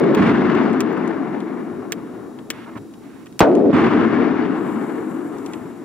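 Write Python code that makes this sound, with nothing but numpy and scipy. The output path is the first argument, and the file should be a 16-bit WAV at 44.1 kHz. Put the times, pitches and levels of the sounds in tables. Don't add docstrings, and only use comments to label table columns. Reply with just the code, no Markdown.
import sys
import numpy as np
from scipy import signal
from scipy.fft import rfft, irfft
from scipy.io import wavfile
from scipy.ndimage import uniform_filter1d, minimum_filter1d

SR = 44100
rng = np.random.default_rng(int(sys.argv[2]) if len(sys.argv) > 2 else 0)


def inscribe(sig):
    pcm = np.round(np.clip(np.atleast_2d(sig).T, -1, 1) * 32767)
    wavfile.write(sys.argv[1], SR, pcm.astype(np.int16))


def voltage_ratio(level):
    return 10 ** (np.asarray(level, float) / 20)


N = 257544
STEP = 32
TREES_S = 0.318
# start_s, strength_db
BANGS = [
    (-0.7, -2.0),
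    (-0.158, 0.2),
    (3.405, 0.3),
]


def rms_one(x):
    return x / np.sqrt(np.mean(x ** 2) + 1e-20)


def in_time(rows):
    s, *columns = np.transpose(rows)
    return [np.interp(np.arange(N) / SR, s, column) for column in columns]


def at_hz(points, hz):
    point_hz, point_db = np.array(points).T
    return np.interp(np.log(hz), np.log(point_hz), point_db)


def drift(rate):
    r = np.exp(-80 * np.pi * rate / SR)
    slow = signal.lfilter([1], [1, -2 * r, r * r], rng.standard_normal(N // 40 + 2002))
    slow = slow[2000:]
    return np.interp(np.arange(N) / 40, np.arange(len(slow)), rms_one(slow))


def band_pass(x, order, low_hz, high_hz):
    return signal.sosfilt(signal.butter(order, [low_hz, high_hz], "band", fs=SR, output="sos"), x)


def resonate(x, modes):
    out = 0
    for k, (hz, width_hz, db) in enumerate(modes):
        r = np.exp(-np.pi * width_hz / SR)
        a = [1, -2 * r * np.cos(2 * np.pi * hz / SR), r * r]
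        b = [(1 - r * r) / 2, 0, (r * r - 1) / 2]
        out = out + (-1) ** k * voltage_ratio(db) * signal.lfilter(b, a, x)
    return out


def opens(age, rise_s):
    return np.log10(1 - np.exp(-(np.maximum(age, 0) / rise_s) ** 2) + 1e-9) * 20


def fine(slow):
    place = np.arange(N) / STEP
    return np.array([np.interp(place, np.arange(len(row)), row) for row in np.atleast_2d(slow)])


def pan(x, db):
    return x * voltage_ratio(np.multiply.outer([.5, -.5], db))


def summed(layers):
    return fine(np.sqrt(sum(pan(voltage_ratio(db), side_db) ** 2 for db, side_db in layers)))


def recorder_gain_db():
    attack_s, release_s = 0.42, 1.0
    age = np.arange(N) / SR - np.array(BANGS)[:, :1]
    duck = voltage_ratio(opens(age, attack_s)) * np.exp(-(age / release_s) ** 2)
    since_s = np.where(age > 0, age, np.inf).min(axis=0)
    rest_db, duck_db, creep_db_per_s = -71.5, 18.5, 0.6
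    return rest_db - duck_db * duck.max(axis=0) + creep_db_per_s * since_s


def recorder_noise():
    # pitch_hz, level_db (per Hz)
    hiss_color = [(18, -55.5), (30, -17.5), (91, -18), (247, 0.4), (322, 0.0), (478, -14.5), (606, -18),
                  (1000, -22), (1610, -29.5), (2950, -35.5), (9920, -38.5), (15700, -44.5), (15900, -68)]
    # pitch_hz, level_db
    whine_lines = [(3801, -76), (5701, -77), (7125, -76.5), (7601, -83.5), (14250, -93)]
    # time_s, pitch_hz
    spindle_path = [(0, 10080), (1.3, 10060), (1.4, 10170), (2.6, 10150), (3.14, 9960), (3.17, 10120),
                    (3.22, 9800), (3.4, 9680), (3.9, 9880), (5.84, 10000)]
    gain_db = recorder_gain_db()
    hz = np.maximum(np.fft.rfftfreq(N, 1 / SR), 10)
    mid, side = irfft(rfft(rng.standard_normal((2, N))) * voltage_ratio(at_hz(hiss_color, hz)), N)
    hiss = mid + 0.58 * side * [[1], [-1]]
    top = band_pass(mid, 4, 10500, 15500)
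    t = np.arange(N) / SR
    lines = sum(voltage_ratio(db + 1.5) * np.sin(2 * np.pi * f * t + 1.2 * drift(9.0)) for f, db in whine_lines)
    turns = np.cumsum(in_time(spindle_path)[0]) / SR
    spindle = voltage_ratio(-75.0) * np.sin(2 * np.pi * turns + 1.5 * drift(25.0))
    motor_gain = voltage_ratio(0.45 * (gain_db + 76.0))
    return voltage_ratio(gain_db) * hiss / np.std(top) + motor_gain * (lines + spindle)


def fuse():
    # time_s, level_db
    burn = [
        (4.3, -100.0),
        (4.47, -76.5),
        (4.65, -65.5),
        (5.0, -65),
        (5.4, -66),
        (5.84, -72),
    ]
    # pitch_hz, width_hz, level_db
    jet_bands = [(7270, 1800, 1.5), (10200, 2100, 0.8), (12700, 2000, -0.8)]
    level = voltage_ratio(in_time(burn)[0] + 7.0 + 1.5 * drift(15.0))
    noise = rng.standard_normal((2, N))
    jet = rms_one(resonate(resonate(noise, jet_bands), jet_bands))
    return level * jet * voltage_ratio(np.array([[4.0], [-6.0]]))


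def ticks():
    # start_s, peak_db, ring_db (relative), sizzle_db (relative), left_right_db
    landings = [(0.1481, -28.5, 1, -14, 4), (0.5502, -47.5, 12, -34, 10), (0.634, -47, -6, -30, 2),
                (0.7304, -41, 0, -30, 2), (0.805, -21, -3.5, -16, -3), (0.9268, -50, -3, -5, 4),
                (0.976, -48, -8, -28, 2), (1.077, -41, -4, -19, -8), (1.4035, -43, 3, -27, 3),
                (1.921, -18, -3.5, -14, -4), (2.388, -51.5, 9, -17, -0.5), (2.5025, -19.5, -1.5, -12, 4),
                (2.774, -52, 6, -9, -5), (2.7804, -54, 2, -16, -0.5), (2.938, -48, -0.5, -20, 2),
                (3.259, -48, -1, -14, 1), (3.2674, -50, 5, -19, -4), (3.3254, -51, -1, -21, 1.5),
                (3.392, -16, -4, -16, 2.5), (3.552, -37, -1, -28, 6), (5.3842, -43, -11, -24.5, 6.0),
                (5.461, -36, -4, -18, 5), (5.5343, -36, 0.5, -34, -3), (5.524, -49, -6, -30, 0)]
    # pitch_hz, width_hz, level_db
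    crack_modes = [(5470, 3000, -2.0), (7600, 1700, 3.5), (9450, 1500, -7)]
    sizzle_modes = [(12500, 1600, -4.5), (14300, 2200, 7)]
    shell_modes = [(1110, 540, -9), (1780, 430, -0.5), (2510, 530, -0.5), (3210, 500, -0.5),
                   (4300, 700, -11)]
    late_ms = .5
    out, t = np.zeros((2, N)), np.arange(1200) / SR
    grit = rng.standard_normal((len(landings), 2, len(t)))
    snap = (t == 0) * 9.0
    for (s, db, ring_db, sizzle_db, side_db), (sharp, dull) in zip(landings, grit):
        rattle = snap + sharp * voltage_ratio(-60 * t / 0.033)
        knock = snap + dull * 0.77 * voltage_ratio(-60 * np.abs(t - .003) / .03)
        parts = [(resonate(rattle, crack_modes), 8.0),
                 (resonate(rattle, sizzle_modes), sizzle_db + 12.5),
                 (resonate(knock, shell_modes), ring_db + 9.5)]
        hit = sum(voltage_ratio(db + part_db) * part / np.abs(part).max() for part, part_db in parts)
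        i = int((s + late_ms / 1000) * SR)
        out[0, i:i + len(t)] += hit * voltage_ratio(side_db / 2)
        out[1, i + 3:i + 3 + len(t)] += hit * voltage_ratio(-side_db / 2)
    return out


def rustles(t):
    # start_s, length_s, level_db, treble_db, left_right_db
    stirs = [(1.96, 0.25, -50, 9, 2), (2.505, 0.155, -43.5, 22, -1.5), (2.652, 0.058, -41, 0, -1.5),
             (2.705, 0.05, -45.5, 5, -1.5), (2.748, 0.044, -36, -5, -2.5), (3.01, 0.15, -54, 18, -3),
             (3.14, 0.11, -54, 23, -5), (3.252, 0.025, -46, 14, -5), (5.31, 0.3, -46, 8, -1.5),
             (5.6, 0.3, -49.5, 8, 1)]
    edge_s = 0.008
    return [(db + opens(t - s, edge_s) + opens(s + length_s - t, edge_s), side_db + 0 * t, treble_db)
            for s, length_s, db, treble_db, side_db in stirs]


def thuds(t):
    # start_s, level_db
    drops = [(1.42, -44.0), (2.752, -36.0), (4.98, -42.0), (5.1, -39.0), (5.33, -44.0)]
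    edge_s, t60_s = 0.008, 0.32
    return [(db + opens(t - s, edge_s) - 60 * np.abs(t - s) / t60_s, 0 * t) for s, db in drops]


def echo_levels(t):
    # after_first_answer_s, swell_db, width_s
    clumps = [
        (0.014, 2.5, 0.012),
        (0.062, 2.5, 0.018),
        (0.125, 2.5, 0.025),
        (0.168, -4.0, 0.014),
        (0.5, 1.5, 0.07),
    ]
    first_pan_db, late_pan_db, field_pan_db = -2.5, 5.5, 1.3
    fresh_flank_db, late_flank_db = 3.5, -3.0
    still_s = 3.285
    hedge_lead_s = 0.045
    wind_db = -52.5 + 3.0 * drift(2.5)[::STEP]
    boom, deep, scatter = [], [(wind_db, 0 * t)] + thuds(t), []
    near, flank_db = 0 * t, 0 * t
    trunks_db = 1.3 * drift(45.0)[::STEP]
    for s, db in BANGS:
        age = t - s
        late = np.maximum(age - TREES_S, 0)
        trees = opens(late, 0.01)
        trees = trees + sum(swell_db * np.exp(-((late - at) / width) ** 2) for at, swell_db, width in clumps)
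        field = opens(age - 0.018, .004) + opens(TREES_S + .01 - age, .01)
        lull_db = 6.0 * np.exp(-((age - TREES_S) / .012) ** 2)
        still_db = -8.0 * (s < still_s) * voltage_ratio(opens(t - still_s, .02))
        side_db = late_pan_db + (first_pan_db - late_pan_db) * np.exp(-late / 0.18) - 0.15 * late ** 2
        field_side_db = field_pan_db + 0 * t

        tree_boom_db = -13.6 + trees + still_db - 8.6 * late - 0.75 * late ** 2
        boom += [(db + tree_boom_db, side_db), (db - 12.0 + field - lull_db, field_side_db)]

        tree_deep_db = -27.0 + opens(late, 0.015) - 25.0 * late
        deep += [(db + tree_deep_db, 0 * t), (db - 46.0 + field, 0 * t)]

        tree_scatter_db = -20.8 + trees + trunks_db - 10.6 * late - 0.62 * late ** 2
        tree_treble_db = 7.0 - 19.5 * late
        field_scatter_db = -23.0 + field - 80.0 * np.abs(age)
        hedge_db = -31.0 + field + opens(age - TREES_S + hedge_lead_s, hedge_lead_s)
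        scatter += [(db + tree_scatter_db, side_db, tree_treble_db),
                    (db + field_scatter_db, field_side_db, -90.0),
                    (db + hedge_db, first_pan_db + 0 * t, 17.0)]

        narrowing_db = late_flank_db + (fresh_flank_db - late_flank_db) * np.exp(-late / 0.3)
        flank_db = np.where(late > 0, narrowing_db, flank_db)
        near = np.maximum(near, voltage_ratio(field) * (1.0 if s > 0 else .6) * (1 - 0.3 * age / TREES_S))
    scatter += rustles(t)
    return boom, deep, scatter, *fine([np.clip(near, 0, 1), flank_db])


def bands():
    edges = 28 * 2 ** (np.arange(29) / 3)
    white = rng.standard_normal((2, 2, N))
    for k, (low, high) in enumerate(zip(edges, edges[1:])):
        mid, side = band_pass(white[k % 2], 2, low, high)
        yield np.sqrt(low * high), mid, side


def echo():
    # pitch_hz, level_db (per Hz)
    deep_color = [(28, -17), (60, -16), (100, -5), (140, 1.5)]
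    far_color = [(76, -42), (130, -15), (188, -4), (227, -1), (286, 1.5), (376, -1), (524, -23.5),
                 (560, -42), (730, -68), (1230, -120)]
    near_color = [(76, -51), (130, -22.5), (170, -8.5), (307, -1.5), (483, -2.0), (594, -2.5), (700, 0),
                  (826, -21), (1100, -31.5), (1430, -61), (2420, -120)]
    scatter_color = [(350, -32), (600, 2.5), (813, -0.5), (976, 1.5), (1220, 0), (1490, -3), (1790, -4),
                     (3180, -21.5), (5630, -46.0), (8620, -53.5), (11000, -65.5), (14300, -95.5),
                     (22000, -120)]
    # pitch_hz, likeness (0 to 1)
    likeness = [(60, 0.77), (200, 0.8), (700, 0.66), (2000, 0.84), (5000, .3), (12000, 0.11)]
    booms, deeps, scatters, near, flank_db = echo_levels(np.arange(0, N, STEP) / SR)
    deep = boom = scatter = fresh_power = 0
    together = voltage_ratio(0.6 * drift(11.5))
    for hz, mid, side in bands():
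        alike = np.clip(at_hz(likeness, hz), 0, 1)
        both = np.sqrt(1 + alike) * mid + np.sqrt(1 - alike) * side * [[1], [-1]]
        both = both * together * voltage_ratio(0.99 * drift(4.7))
        if hz < 140:
            deep = deep + voltage_ratio(at_hz(deep_color, hz)) * both
        elif hz < 1200:
            far_db = at_hz(far_color, hz) + flank_db * (hz < 230 or hz > 470)
            boom = boom + voltage_ratio((1 - near) * far_db + near * at_hz(near_color, hz)) * both
        if 600 < hz < 13000:
            slope = (hz / 4500) ** 1.29 - .13
            gain = summed([(db + np.clip(treble_db * slope, -45.0, 14.0), side_db)
                           for db, side_db, treble_db in scatters])
            colored = voltage_ratio(at_hz(scatter_color, hz)) * both
            scatter = scatter + gain * colored
            fresh_power = fresh_power + np.mean(colored ** 2)
    rolling = summed(booms) * rms_one(boom) + summed(deeps) * rms_one(deep)
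    left, right = rolling + scatter / np.sqrt(fresh_power)
    return np.array([left, np.r_[right[:2], right[:-2]]])


def slaps():
    # start_s, peak_db, pitch_hz
    single_pushes = [(0.168, -2, 330), (0.216, -4, 300), (2.504, -19, 330), (2.754, -21, 275),
                     (2.764, -19, 231), (3.326, -36, 301), (3.514, 4.5, 371), (3.587, -12, 233),
                     (3.61, -5, 299), (3.658, -7, 253), (3.696, -3, 291), (3.703, 2, 312), (3.732, -9, 213)]
    edge_db, opening_step = -16.0, 0.19
    lead = 300
    out, t = np.zeros(N), np.arange(-lead, 600) / SR
    for s, db, hz in single_pushes:
        u = (t - .002) * hz
        push = (1 - 2 * (np.pi * u) ** 2) * np.exp(-(np.pi * u) ** 2)
        edge = voltage_ratio(edge_db) * np.tanh(u * 34.0) * np.exp(-(u * 7.0) ** 2)
        i = int(s * SR) - lead
        out[i:i + len(u)] += voltage_ratio(db - 4.0) * (push + edge)
    out[:40] += opening_step * np.linspace(1, 0, 40) ** 2
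    return out


def blast():
    # start_s, swing (full scale), right_lag_ms
    fronts = [(3.4048, .6, 0), (3.4052, -1.5, 0), (3.4057, 2.0, 0), (3.4064, -1.7, 0), (3.4080, 1.4, 0),
              (3.4104, -1.2, .3), (3.4117, 1.5, 0), (3.4124, -1.4, 0), (3.4143, 1.4, 0), (3.4152, -1.3, 0),
              (3.4216, -1.0, .1)]
    push_ms, snap_ms, sag_ms = .2, .04, 1.8
    t, start = np.arange(int(.3 * SR)) / SR, int(3.4 * SR)
    out = np.zeros((2, N))
    window = out[:, start:start + len(t)]
    for s, size, lag_ms in fronts:
        rise_ms = push_ms
        if size < 0 and 3.406 < s < 3.42:
            rise_ms = snap_ms * (1 + 250 * (s - 3.4064))
        delay_s = np.array([[0], [lag_ms / 1000]])
        age_ms = np.maximum(t + start / SR - s - delay_s, 0) * 1000
        window += size * (1 - np.exp(-(age_ms / rise_ms) ** 2)) * np.exp(-age_ms / sag_ms)
    age = t - .0155
    shared, own = rng.standard_normal(len(t)), rng.standard_normal((2, len(t)))
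    rough = band_pass(shared + 0.82 * own, 2, 300, 1204)
    roar = rms_one(rough) * np.clip(age / 0.0011, 0, 1) * voltage_ratio(-9.0 - 60 * age / 0.14)
    spray_level = (t > .005) * (voltage_ratio(-27.0 - 60 * t / 0.07) + voltage_ratio(-57.0 - 60 * t / 0.9))
    spray = signal.lfilter([.6], [1, -.35], shared + own) * spray_level
    mids = band_pass(shared[::-1] + .5 * own[:, ::-1], 3, 550, 1400)
    stubble = rms_one(mids) * np.clip(age / 0.015, 0, 1) * voltage_ratio(-20.0 - 60 * age / 0.36)
    window += roar + stubble + spray
    return out


def limit(x, db):
    gain = np.minimum(1, voltage_ratio(db) / (np.abs(x).max(axis=0) + 1e-9))
    return x * uniform_filter1d(minimum_filter1d(gain, size=441), size=441)


def scene():
    reflections = limit(echo() + slaps(), -3.5)
    return reflections + blast() + ticks() + fuse() + recorder_noise()


def band_limit(x):
    return signal.sosfilt(signal.butter(12, 16520, fs=SR, output="sos"), x)


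def record(dry):
    thin = signal.sosfilt(signal.butter(2, 64, "high", fs=SR, output="sos"), dry)
    clipped = np.clip(thin, -.97, .97)
    mix = signal.sosfilt(signal.cheby2(10, 50, 16900, fs=SR, output="sos"), clipped)
    return band_limit(mix)


dry = scene()
out = record(dry)
inscribe(out)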